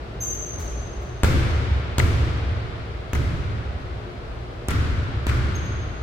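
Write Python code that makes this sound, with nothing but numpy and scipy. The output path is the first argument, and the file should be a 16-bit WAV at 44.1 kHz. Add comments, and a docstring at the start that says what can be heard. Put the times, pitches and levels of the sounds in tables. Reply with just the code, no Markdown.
"""A sneaker squeaks, a basketball swishes through the net, drops and is dribbled away to the right,
far down the court of a large, echoing gym. Each bounce is a slap of skin, a ring of the ball and a boom
of the sprung hardwood floor, thrown back by the walls. Rubber sticks and slips on varnish, cord and hands
brush the ball, the lone player lands with a thud. Air rushes through ducts; fans and lamps hum."""
import sys
import numpy as np
from scipy import signal
from scipy.fft import rfft, irfft, next_fast_len
from scipy.io import wavfile

SR = 44100
rng = np.random.default_rng(int(sys.argv[2]) if len(sys.argv) > 2 else 0)


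def int16_out(signal):
    """Quantize to a 16-bit WAV file."""
    q = np.round(np.clip(np.atleast_2d(signal).T, -1, 1) * 32767)
    wavfile.write(sys.argv[1], SR, q.astype(np.int16))


N = 265482
SIZE = 2 ** 17   # samples per event
AGE_S, BINS_HZ = np.arange(SIZE) / SR, np.fft.rfftfreq(SIZE, 1 / SR)
LISTENER_M = 3.6   # from the left wall, as is wall_m

# sprung floor modes: f/Hz, level/dB, t60/s
SPRUNG_FLOOR = [(70, 0, 0.31), (125, -54, 0.037)]


def slap(snap_db, contact_s=0.00031, snap_s=0.00041):
    """The skin hits the boards in one steep pulse, crackles and sets the ball ringing."""
    # air and skin modes of the ball: f/Hz, level/dB, t60/s
    ball_modes = [(916, -16.5, 0.026), (1371, -29, 0.21), (2140, -35, 0.07), (5980, -8.5, 0.0017)]
    pulse = -np.exp(-AGE_S / contact_s)
    snap = from_db(snap_db) * rng.standard_normal(SIZE) * np.exp(-AGE_S / snap_s)
    return band(pulse + snap + ring(ball_modes), low_hz=130, high_hz=9300)


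def bounce(wall_m, force_db, snap_db, boom_db, ping_db, loss_db_per_m=0.74, lead_ms_per_m=0.05):
    """Slap, board knock and floor boom, then the first reflections from the left."""
    # boards under the ball: f/Hz, level/dB, t60/s
    board_modes = [(204, -26, 0.041), (300, 5, 0.024), (387, -2.5, 0.096), (705, -13, 0.017)]
    crack = from_db(-0.5 + force_db - loss_db_per_m * wall_m) * slap(snap_db)
    knock = from_db(-26 + 0.4 * force_db) * ring(board_modes)
    direct = crack - knock + from_db(boom_db) * ring(SPRUNG_FLOOR)
    left_lead_s = lead_ms_per_m * (LISTENER_M - wall_m) / 1000
    out = np.zeros((2, SIZE))
    add(out[0], direct, max(-left_lead_s, 0))
    add(out[1], direct, max(left_lead_s, 0))
    nearby_echo = from_db(-2.5) * band(crack, low_hz=1200, high_hz=16000)
    add(out[0], nearby_echo, t_s=0.0024)
    wall_echo = scattered(band(crack, low_hz=393, high_hz=6700), spread_s=0.0074)
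    wall_s = 0.005 + 0.0025 * wall_m
    add(out, panned(6.5) * wall_echo, wall_s)
    add(out, panned(6.5) * balcony_ping(ping_db), wall_s + 0.005)
    return out


def balcony_ping(db, hz=2030, t60_s=0.01):
    """The balcony's ribbed underside returns the slap as a short ping."""
    return scattered(ring([(hz, db, t60_s)]), spread_s=0.0032)


def bounce_tail(wall_m, force_db):
    """Hall reverberation: a soft bounce keeps more knock; the bass builds more slowly from mid-court."""
    # bounce energy fed to the hall: f/Hz, density/dB
    spectrum = [(25, -44), (45, -48.5), (68, -33), (115, -36), (180, -51.5), (350, -52), (750, -67),
                (1380, -60), (1750, -64), (2150, -64), (2700, -69), (4200, -72.5), (8000, -80.5),
                (10300, -85), (12500, -82.5), (15500, -82.5)]
    # share of the force each band follows: f/Hz, share
    force_share = [(70, 0.6), (140, 0.48), (240, 0.23), (560, 1)]
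    # colour shift as the ball moves right: f/Hz, slope/(dB/m)
    court_colour = [(250, -0.22), (560, -1.13), (1400, 0.7), (2200, 0), (3800, 0.07), (12000, -0.6)]
    colour_db = at_hz(force_share, BINS_HZ) * force_db
    colour_db += at_hz(court_colour, BINS_HZ) * (wall_m - LISTENER_M)
    return hall(spectrum, build_s=0.0036, bass_build_s=0.0048 * wall_m, colour_db=colour_db)


def rolling_boom(force_db, first_s, first_db, trip_s=0.195, trip_loss_db=3):
    """The floor's boom returns twice from the walls, then once from the far end."""
    boom = band(ring(SPRUNG_FLOOR), low_hz=78, high_hz=166)
    out = np.zeros(SIZE)
    for trip in range(2):
        add(out, from_db(first_db - trip_loss_db * trip) * boom, first_s + trip_s * trip)
    add(out, from_db(force_db - 10.5) * boom, t_s=0.48)
    return out


def squeak(length_s, pitch_hz, glide_hz, db, octave_db, direct_db, echo_db, settle_s=0.0113, jitter_hz=62):
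    """Rubber sticks and slips unevenly on varnish, slowing as the sole takes weight."""
    age_s = AGE_S[:int(length_s * SR)]
    jitter = band(rng.standard_normal(SR), low_hz=50, high_hz=200, order=2)
    slip_hz = pitch_hz + glide_hz * np.exp(-age_s / settle_s)
    slip_hz += jitter_hz * jitter[-len(age_s):] / jitter.std()
    phase = 2 * np.pi * np.cumsum(slip_hz) / SR
    tone = np.sin(phase) + from_db(octave_db) * np.sin(2 * phase)
    tone *= 2 * from_db(db) * signal.windows.tukey(len(age_s), 0.5)
    out = in_hall(tone, direct_db, build_s=0.0024)
    add(out, from_db(echo_db) * tone, t_s=0.1)   # end wall
    return out


def brush(length_s, db):
    """Cord or skin drags over the pebbled ball in a swell of tiny ticks."""
    # friction spectrum: f/Hz, density/dB
    spectrum = [(300, -19), (1200, 8), (3500, -4), (7000, -2.5), (10000, -10.5), (15500, -6)]
    count = int(length_s * SR)
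    ticks = rng.standard_normal(count) * from_db(2 * rng.exponential(1, count))
    hz = np.fft.rfftfreq(count, 1 / SR)
    hiss = irfft(rfft(ticks) * from_db(at_hz(spectrum, hz)), count)
    swell = from_db(db) * hiss / hiss.std() * np.hanning(count)
    return in_hall(swell, direct_db=0, build_s=0.0034)


def footfall(db):
    """A foot lands from the jump shot, heard only as the hall's low thud."""
    # thud spectrum: f/Hz, density/dB
    spectrum = [(25, -66), (58, -21), (100, -38), (200, -50), (800, -55.5), (5000, -90)]
    return from_db(db) * hall(spectrum, build_s=0.011, bass_build_s=0.008)


def ventilation(air_rms_db=-34):
    """Steady rush of air through ringing ducts, with the hum of fans and lamps."""
    # air rush: f/Hz, density/dB
    spectrum = [(13, -34), (24, -8), (45, -1.5), (60, 2.5), (88, -6), (115, 1), (150, -10), (270, -14.5),
                (380, -19), (650, -13.5), (900, -20), (2100, -25.5), (4200, -32.5), (6300, -43.5),
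                (10000, -53.5), (16000, -65)]
    # duct resonances: f/Hz, width/Hz, boost/dB
    duct_modes = [(169.6, 8.6, 4), (341.6, 13, 4), (356.5, 32, 10), (406, 46, 8), (466.7, 24, 7.5),
                  (597, 4.6, 8), (1300, 480, 3.5)]
    # fan and lamp hum: f/Hz, rms level/dB
    hum_tones = [(59, -40), (120, -49.5)]
    size = next_fast_len(N + SR, True)
    hz = np.fft.rfftfreq(size, 1 / SR)
    ducts_db = sum(db / (1 + (2 * (hz - centre) / width) ** 2) for centre, width, db in duct_modes)
    air = irfft(diffuse(spectrum, size) * from_db(ducts_db))[:, :N]
    t_s = np.arange(N) / SR
    hum = sum(np.sqrt(2) * from_db(db) * np.sin(2 * np.pi * (f_hz * t_s + rng.random()))
              for f_hz, db in hum_tones)
    return from_db(air_rms_db) * air / air.std() + hum


def hall(spectrum, build_s, bass_build_s, colour_db=0, bass_hz=300):
    """Dense echoes build up, the bass last, then die band by band; air absorbs the treble first."""
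    # reverberation time: f/Hz, t60/s
    decay = [(30, 1.9), (70, 3.45), (150, 2.53), (350, 2.22), (800, 4.74), (1700, 3.64), (3500, 3.8),
             (6300, 1.82), (10000, 1.09), (16000, 0.32)]
    field = diffuse(spectrum) * from_db(colour_db)
    centres_hz, out = np.array(decay)[:, 0], 0
    for share, (centre_hz, t60_s) in zip(np.eye(len(decay)), decay):
        noise = irfft(field * at_hz(np.c_[centres_hz, share], BINS_HZ))
        rise_s = build_s + bass_build_s / (1 + (centre_hz / bass_hz) ** 2)
        out += noise * from_db(-60 * AGE_S / t60_s) * (1 - np.exp(-AGE_S / rise_s))
    return out


def in_hall(sound, direct_db, build_s):
    """A short sound plus its reverberation."""
    tail = hall([(20, 0), (20000, 0)], build_s, bass_build_s=0)
    tail /= np.sqrt(np.sum(tail ** 2) / 2)
    response = 2 * tail + from_db(direct_db) * (AGE_S == 0)
    return signal.fftconvolve(response, sound[None], axes=1)


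def scattered(sound, spread_s):
    """A rough surface returns a quick cluster of copies, different in each ear."""
    age_s = AGE_S[:SR // 20]
    cluster = rng.standard_normal((2, len(age_s))) * np.exp(-age_s / spread_s)
    cluster /= np.linalg.norm(cluster, axis=1, keepdims=True)
    return signal.fftconvolve(cluster, sound[None], axes=1)[:, :SIZE]


def diffuse(spectrum, size=SIZE):
    """Spectrum of noise from all sides: alike in both ears in the bass, unrelated in the treble."""
    # likeness of the ears: f/Hz, correlation
    correlation = [(60, 0.96), (125, 0.86), (260, 0.85), (500, 0.52), (1000, -0.3), (2000, 0.04),
                   (12000, -0.059)]
    # balance: f/Hz, left minus right/dB
    balance = [(60, 0.1), (250, -0.6), (500, 0.5), (1000, 2.5), (4000, 1), (12000, 1)]
    hz = np.fft.rfftfreq(size, 1 / SR)
    mid, side = rfft(rng.standard_normal((2, size))) * np.sqrt(SR) / 2
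    alike = at_hz(correlation, hz)
    ears = np.sqrt(1 + alike) * mid + np.sqrt(1 - alike) * side * [[1], [-1]]
    return ears * panned(at_hz(balance, hz)) * from_db(at_hz(spectrum, hz))


def ring(modes):
    """Damped sines of a struck body."""
    return sum(from_db(db - 60 * AGE_S / t60_s) * np.sin(2 * np.pi * hz * AGE_S) for hz, db, t60_s in modes)


def band(x, low_hz, high_hz, order=1):
    """Causal band-pass."""
    sos = signal.butter(order, [low_hz, high_hz], "band", fs=SR, output="sos")
    return signal.sosfilt(sos, x + 1e-18)


def from_db(db):
    """Decibels to gain."""
    return 10 ** (np.asarray(db) / 20)


def at_hz(points, hz):
    """Interpolate a table over log frequency."""
    known_hz, values = np.transpose(points)
    return np.interp(np.log(np.maximum(hz, 1)), np.log(known_hz), values)


def panned(db):
    """Ear gains for a left-minus-right level."""
    return from_db(np.array([[0.5], [-0.5]]) * db)


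def add(out, sound, t_s):
    """Mix a sound in at t_s."""
    start = round(t_s * SR)
    part = sound[..., :max(out.shape[-1] - start, 0)]
    out[..., start:start + part.shape[-1]] += part


def scene():
    """Ball, shoes and net over the ventilation."""
    # ball on the floor: t/s, from left wall/m, force/dB, snap/dB, boom/dB, ping/dB,
    # delay of first boom echo/s, its gain/dB
    bounces = [(1.234, 1.74, 1.5, -28, -11, -28, 0.14, -11), (1.983, 2.3, -1, -7.5, -13, -5.5, 0.0465, -5),
               (3.133, 4.6, -6.5, -5, -19, -23, 0.12, -13), (4.6850, 6.5, -3, -5.5, -20.5, -21, 0.1, -9),
               (5.268, 7.3, -3.5, -12.5, -15, -24, 0.12, -13)]
    # sole slips: t/s, length/s, settled f/Hz, glide/Hz, gain/dB, octave/dB, direct/dB, end wall echo/dB
    squeaks = [(0.2, 0.044, 6208, 300, -31.5, -15, -4, -29), (0.206, 0.033, 6930, 100, -60, -5, 1, -22),
               (.228, .035, 7460, 300, -51.5, -11, 0, -22), (5.55, 0.021, 6395, 40, -46.5, -22, 6, -1)]
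    # ball against net and hands: t/s, length/s, gain/dB
    brushes = [(0.574, 0.065, -44), (1.002, 0.046, -57)]
    # landing: t/s, gain/dB
    footfalls = [(.53, -18.5), (0.741, -30.5)]
    out = ventilation()
    for t_s, wall_m, force_db, snap_db, boom_db, ping_db, echo_s, echo_db in bounces:
        add(out, bounce(wall_m, force_db, snap_db, boom_db, ping_db), t_s)
        add(out, bounce_tail(wall_m, force_db), t_s)
        add(out, rolling_boom(force_db, echo_s, echo_db), t_s)
    for t_s, *slip in squeaks:
        add(out, panned(2) * squeak(*slip), t_s)
    for t_s, length_s, db in brushes:
        add(out, brush(length_s, db), t_s)
    for t_s, db in footfalls:
        add(out, footfall(db), t_s)
    return out


def record(dry):
    """Steep low-pass at 16 kHz."""
    return signal.sosfilt(signal.ellip(10, 0.1, 90, 16000, fs=SR, output="sos"), dry)


dry = scene()
out = record(dry)
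int16_out(out)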